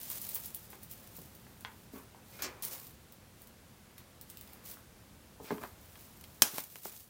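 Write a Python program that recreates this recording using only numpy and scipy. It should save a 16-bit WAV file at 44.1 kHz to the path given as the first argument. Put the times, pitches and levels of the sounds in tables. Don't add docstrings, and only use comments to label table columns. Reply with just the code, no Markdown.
import sys
import numpy as np
from scipy import signal
from scipy.fft import rfft, irfft
from scipy.io import wavfile

SR = 44100
rng = np.random.default_rng(int(sys.argv[2]) if len(sys.argv) > 2 else 0)


def pcm_store(signal):
    levels = np.round(np.clip(np.atleast_2d(signal), -1, 1) * 32767)
    wavfile.write(sys.argv[1], SR, levels.astype(np.int16).T)


N = 312889
CUTOFF_HZ = 16100


def from_db(db):
    return 10 ** (np.asarray(db) / 20)


def rms_one(x):
    return x / np.sqrt(np.mean(x ** 2) + 1e-20)


def seconds(length):
    return np.arange(int(length * SR)) / SR


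def dying(t, t60):
    return np.exp(-np.log(1000) * t / t60)


def at_hz(points, hz):
    table_hz, value = np.transpose(points)
    return np.interp(np.log(np.maximum(hz, 1)), np.log(table_hz), value)


def add(out, s, sound):
    start = max(round(s * SR), 0)
    out[start:start + len(sound)] += sound[:max(N - start, 0)]


def band(x, low_hz, high_hz):
    for hz, kind in ((low_hz, "high"), (high_hz, "low")):
        edge_hz = np.clip(hz, 10, .45 * SR)
        x = signal.sosfilt(signal.butter(2, edge_hz, kind, fs=SR, output="sos"), x)
    return x


def coloured(x, spectrum):
    size = 8192
    bins_hz = np.arange(size // 2 + 1) * SR / size
    gain = rms_one(from_db(at_hz(spectrum, bins_hz)))
    cepstrum = irfft(np.log(gain))
    cepstrum[1:size // 2] *= 2
    cepstrum[size // 2 + 1:] = 0
    response = irfft(np.exp(rfft(cepstrum)))
    return signal.fftconvolve(x, response)[:len(x)]


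def grains(size, per_s, spread_db):
    born = rng.random(size) < per_s / SR
    strength = from_db(spread_db * np.minimum(rng.exponential(1, size), 4))
    return rms_one(born * strength * rng.choice([-1, 1], size))


def ringing(t, modes, vary_db):
    total = 0
    for hz, db, t60 in modes:
        strength = from_db(db + vary_db * rng.standard_normal())
        total = total + strength * dying(t, t60) * np.sin(2 * np.pi * (hz * t + rng.random()))
    return total


def effort():
    # start in seconds, relative level in dB,
    # swell in seconds, hold in seconds.
    pushes = [(0, -45.5, 0.0021, 0.09), (0.095, -42, 0.016, .006), (.14, -41, 0.013, .012),
              (0.217, -45.5, .01, 0.14), (0.392, -46.5, 0.043, 0.033), (0.524, -56, .03, 0.1),
              (0.692, -55, .01, .03), (0.792, -57.5, .035, .01), (0.886, -50.5, 0.026, .006),
              (.93, -58.5, 0.047, .28), (1.134, -52, 0.031, .008), (1.252, -66, 0.062, 0.52),
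              (1.913, -56, 0.031, 0.034), (2.213, -55, .17, .02), (2.427, -57, 0.0056, 0.018),
              (2.623, -38.5, 0.0034, 0.017), (2.7, -42.5, 0.02, 0.015), (2.788, -55.5, .02, 0.066),
              (3.366, -66, 0.022, 0.054), (4.255, -62, 0.034, 0.27), (4.63, -47.5, 0.049, 0.021),
              (5.404, -54, .05, .012), (5.484, -57, 0.025, 0.18), (5.76, -62, 0.055, 0.72),
              (5.945, -58, .05, 0.061), (6.487, -42.5, .07, 0.043), (6.687, -53, .03, 0.07),
              (6.816, -45, 0.034, .015), (6.90, -52.5, 0.035, 0.075)]
    sag_db_per_s = 1.5
    settle_db_per_s = 167
    power, t = np.zeros(N), seconds(1)
    for s, db, swell_s, hold_s in pushes:
        held_s = np.maximum(t - swell_s, 0)
        fall_db = sag_db_per_s * held_s + settle_db_per_s * np.maximum(held_s - hold_s, 0)
        push = np.minimum(t / swell_s, 1) * from_db(db - fall_db)
        add(power, s, push ** 2)
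    return np.sqrt(power)


def rustle(hiss_db, clump_db, split_db):
    # frequency in Hz, relative level in dB per Hz.
    leaf_colour = [(200, -23), (400, -11.5), (700, -8.5), (1400, -14), (2600, -9), (5300, -6), (9000, -4.5),
                   (12000, -2.5), (15500, 3.5), (17500, -66)]
    t = np.arange(N) / SR
    catches = np.arange(0, t[-1], .005)
    clumps = from_db(clump_db * np.interp(t, catches, rng.standard_normal(len(catches))))
    fractures = clumps * grains(N, per_s=1900, spread_db=2.5)
    splits = from_db(split_db) * grains(N, per_s=70, spread_db=1.0)
    hiss = from_db(hiss_db) * rng.standard_normal(N)
    texture = rms_one(fractures + splits + hiss)
    return coloured(effort() * texture, leaf_colour)


def air():
    # frequency in Hz, relative level in dB per Hz.
    air_colour = [(15, -43), (25, -15.5), (80, -0.5), (175, -5.5), (212, -3.5), (277, -11), (317, -11),
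                  (476, -14.5), (516, -11), (560, -15), (1440, -20), (1610, -20.5), (2610, -23),
                  (6380, -26.5), (16000, -28)]
    # time in seconds, level change in dB.
    heard_level = [(0, 1.5), (3.3, 0), (6.4, 0.84), (6.47, -4.5), (7.09, -5.5)]
    change_db = np.interp(np.arange(N) / SR, *np.transpose(heard_level))
    return from_db(change_db - 57.5) * coloured(rng.standard_normal(N), air_colour)


def crackles(tear_t60, crumble_t60):
    # start in seconds, peak level before echo in dB,
    # share of crumbling after the tick in dB, body in dB (more for a big leaf).
    breaks = [(0.0305, -28.5, -4, -4), (0.1008, -19, -12, -12), (0.215, -24, -3, -7),
              (0.2905, -20.5, -11, -7), (0.3466, -16.5, -13, -17), (0.3544, -17.5, -6, -7),
              (0.4, -27, -7, -8), (0.4589, -25, -11, -10), (0.5465, -20.5, -13, -14),
              (0.7033, -37.5, -8.5, -7), (0.831, -30, 1, -9), (0.9126, -24, -16, -11),
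              (1.1664, -28.5, -18, -19), (1.3508, -37.5, -5, -2), (1.6082, -34.5, 1, 2),
              (2.4218, -20.5, -9, 4), (2.6238, -24, -13, -8), (2.6503, -19, -11, -4.5),
              (2.833, -38.5, -13, 0), (3.1227, -39, -9, 3), (3.4188, -37.5, -11, -3), (3.4723, -40, -11, 2),
              (3.9802, -34, -4, 8), (4.2127, -29, -13, -4.5), (4.3001, -32, -8, 2), (4.372, -29.5, -20, 1),
              (4.411, -33.5, -11, 4), (4.4752, -40, -11, 7), (4.5334, -34.5, -18, 6), (4.7133, -27, -6, 1),
              (4.7394, -37, -13, 0), (5.6346, -35, -3, 7), (6.2112, -37, -11, 6), (6.2393, -37, -7, 4),
              (6.5826, -21.5, -13, 12), (6.757, -34, -11, 11), (6.8558, -42, -13, -3)]
    # frequency in Hz, relative level in dB per Hz.
    break_colour = [(500, -24), (2000, -15.5), (4000, -8), (7000, -7.5), (11000, -2), (15500, 2)]
    # frequency in Hz, share of the body level (a plain factor).
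    body_share = [(2000, 1.6), (5000, 0.79), (13000, 0.19)]
    out, t = np.zeros(N), seconds(.12)
    for s, db, crumble_db, body_db in breaks:
        tick = rng.choice([-1, 1], len(t)) * dying(t, tear_t60)
        crumbs = grains(len(t), per_s=7600, spread_db=2.5) * dying(t, crumble_t60)
        crumbs = from_db(crumble_db) * crumbs
        colour = [(hz, level_db + body_db * at_hz(body_share, hz) + rng.normal(0, 0.46))
                  for hz, level_db in break_colour]
        leaf = coloured(tick + crumbs, colour)
        add(out, s, from_db(db) * leaf / np.abs(leaf).max())
    return out


def knocks(thump_db, clatter_db, clatter_t60, softness):
    # start in seconds, peak level before echo in dB, lowest frequency in Hz,
    # highest frequency in Hz, springiness in dB (low on soil).
    blows = [(.103, -35.5, 1000, 4950, -2.5), (.361, -34.5, 600, 5000, -2), (0.73, -42.5, 690, 2420, 2.5),
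             (1.184, -43.5, 150, 597, 1), (1.467, -46, 900, 1780, -2.5), (1.649, -25.5, 1040, 3350, -7),
             (1.936, -38.5, 110, 457, -2), (2.147, -45, 700, 1450, -2), (4.771, -44, 790, 1680, -9),
             (5.4, -38, 257, 736, 4), (5.506, -24, 190, 1510, 1), (5.519, -26, 175, 500, 2.5),
             (5.582, -38, 150, 2000, -4), (5.637, -30, 746, 1300, -1), (5.956, -43.5, 1000, 4000, -2),
             (6.241, -39.5, 3000, 4520, -3), (6.421, -35, 170, 510, 2), (6.535, -42.5, 120, 400, -8),
             (6.583, -25, 140, 1530, -11.5), (6.758, -38, 160, 2810, -8), (6.856, -30.5, 257, 1240, -10.5)]
    # frequency in Hz, relative level in dB,
    # time to fall by 60 dB in seconds.
    board_modes = [(130, -5, 0.068), (173, -2.5, 0.042), (206, -6, 0.081), (277, 0, 0.072),
                   (374, -4, 0.054), (434, -0.5, 0.071), (636, -10.5, 0.033), (804, 6, 0.01),
                   (1026, 10, 0.017), (1153, -8, 0.051), (1554, 3, 0.017), (1670, -19, 0.016),
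                   (2108, 6.5, 0.01), (2550, -8, .03), (3270, 8, 0.047)]
    rebound_s, rebound_db, dulling = 0.0049, -11.5, 0.71
    rebounds = [(s + rebound_s, db + rebound_db + spring_db, low_hz * dulling, high_hz * dulling, spring_db)
                for s, db, low_hz, high_hz, spring_db in blows]
    out, t = np.zeros(N), seconds(.25)
    for s, db, low_hz, high_hz, spring_db in blows + rebounds:
        boards = ringing(t, board_modes, vary_db=0.5)
        clatter = grains(len(t), per_s=3700, spread_db=2.5) * dying(t, clatter_t60)
        springy = boards + from_db(clatter_db) * clatter
        thump = from_db(thump_db) * (t == 0)
        blow = band(from_db(spring_db) * springy + thump, low_hz, high_hz)
        blow = band(blow, 50, high_hz / softness)
        add(out, s, from_db(db) * blow / np.abs(blow).max())
    return out


def scuffs(rise_s, stop_t60):
    # start in seconds, level before the stroke's shape and echo in dB,
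    # length in seconds, highest frequency in Hz.
    drags = [(1.938, -56.5, 0.029, 1190), (2.319, -62, .05, 3500), (2.388, -47.5, 0.011, 3000),
             (2.419, -40.5, 0.029, 7000), (2.627, -62, 0.15, 1640), (4.442, -69.5, 0.3, 2290),
             (5.441, -54.5, 0.083, 3380), (5.61, -49, 0.041, 1350), (6.513, -54.5, 0.1, 3000),
             (6.875, -63.5, 0.068, 2500)]
    # frequency in Hz, relative level in dB per Hz.
    grit_colour = [(170, 3.5), (700, 1.5), (850, 0.5), (1000, 2), (1650, 0.5), (1900, 0), (2450, 5.5),
                   (2800, -1), (7000, 7), (16000, -17)]
    grind_db, grind_hz, grind_t60 = -15, 1960, 0.73
    out, t = np.zeros(N), seconds(.6)
    for s, db, length, high_hz in drags:
        hiss = (0, high_hz, stop_t60)
        grinding = (grind_db, min(high_hz, grind_hz), grind_t60)
        for share_db, top_hz, t60 in (hiss, grinding):
            stroke = (1 - np.exp(-t / rise_s)) * dying(np.maximum(t - length, 0), t60)
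            grit = coloured(grains(len(t), per_s=4500, spread_db=3.5), grit_colour)
            grit = band(grit, 280, top_hz)
            add(out, s, from_db(db + share_db) * stroke * rms_one(grit))
    return out


def dispersed(x, width_hz, count):
    radius = np.exp(-np.pi * width_hz / SR)
    for hz in rng.uniform(244, CUTOFF_HZ, count):
        poles = [1, -2 * radius * np.cos(2 * np.pi * hz / SR), radius * radius]
        x = signal.lfilter(poles[::-1], poles, x)
    return x


def snap(crack_db, width_hz, splinter_db, splinter_t60, ring_db):
    # frequency in Hz, relative level in dB per Hz.
    stalk_colour = [(90, -25), (150, -39), (260, -7), (600, -5), (1250, -3.5), (1630, -5.5), (1900, -7.5),
                    (2500, -6.5), (3100, -4), (4600, -3), (5500, 1.5), (8000, -4), (11900, -1.5),
                    (16000, -2.5)]
    # frequency in Hz, relative level in dB,
    # time to fall by 60 dB in seconds.
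    stalk_modes = [(1600, 2, 0.11), (2500, 9.5, 0.058), (3120, 3, .09), (5420, 6, 0.081), (5900, -11, .08),
                   (6060, -1, 0.077), (6430, 13, 0.052), (7560, 4, .1), (8870, 17, 0.045), (9540, 8, .09),
                   (11720, 14.5, 0.064), (12500, 6, 0.082)]
    out, t = np.zeros(N), seconds(.4)
    click = (t == 0) + 1e-18
    crack = from_db(crack_db) * dispersed(click, width_hz, count=22)
    splinters = grains(len(t), per_s=7000, spread_db=2.0) * dying(t, splinter_t60)
    splinters = from_db(splinter_db) * splinters
    broken = coloured(crack + splinters, stalk_colour)
    ring = from_db(ring_db) * ringing(t, stalk_modes, vary_db=1.0)
    add(out, 6.4201, broken + ring)
    return out


def shed(x, wet_db):
    # frequency in Hz, time to fall by 60 dB in seconds.
    echo_t60 = [(150, 0.28), (1000, 0.31), (4000, 0.075), (15000, 0.1)]
    # delay in seconds, level in dB.
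    reflections = [(.0047, -17), (.0083, -25.5), (0.0115, -22)]
    # time in seconds, level change in dB.
    indoors = [(5.4, 3.5), (6.0, -23), (6.6, -10.5)]
    t, edges = seconds(.5), np.geomspace(80, 20000, num=9)
    tail = np.zeros(len(t))
    for low, high in zip(edges, edges[1:]):
        noise = band(rng.standard_normal(len(t)), low, high)
        tail += noise * dying(t, at_hz(echo_t60, np.sqrt(low * high)))
    tail = tail * (1 - np.exp(-t / 0.0087))
    near = x.copy()
    for delay_s, db in reflections:
        add(near, delay_s, from_db(db) * x)
    indoors_db = np.interp(np.arange(N) / SR, *np.transpose(indoors))
    entering = near * from_db(wet_db + indoors_db)
    return near + signal.fftconvolve(entering, tail / np.linalg.norm(tail))[:N]


def scene():
    ticks = crackles(tear_t60=0.0074, crumble_t60=0.051)
    rubbing = rustle(hiss_db=0.0, clump_db=4.5, split_db=-7.5)
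    leaves = shed(rubbing, wet_db=-28) * from_db(-1.0) + shed(ticks, wet_db=-6.5)
    blows = knocks(thump_db=34.0, clatter_db=10, clatter_t60=0.087, softness=0.82)
    boards_and_twig = shed(blows, wet_db=-12.5)
    soles = shed(scuffs(rise_s=0.002, stop_t60=0.096), wet_db=-6.5)
    crack = snap(crack_db=14.5, width_hz=350, splinter_db=-27.5, splinter_t60=0.26, ring_db=-37)
    stalk = shed(crack, wet_db=-6.5)
    return (leaves + boards_and_twig + soles + stalk + air())[None]


def record(dry):
    top = .48
    rounded = top * np.tanh(dry / top)
    low_pass = signal.ellip(10, .1, 70, CUTOFF_HZ, fs=SR, output="sos")
    return signal.sosfilt(low_pass, rounded)


dry = scene()
out = record(dry)
pcm_store(out)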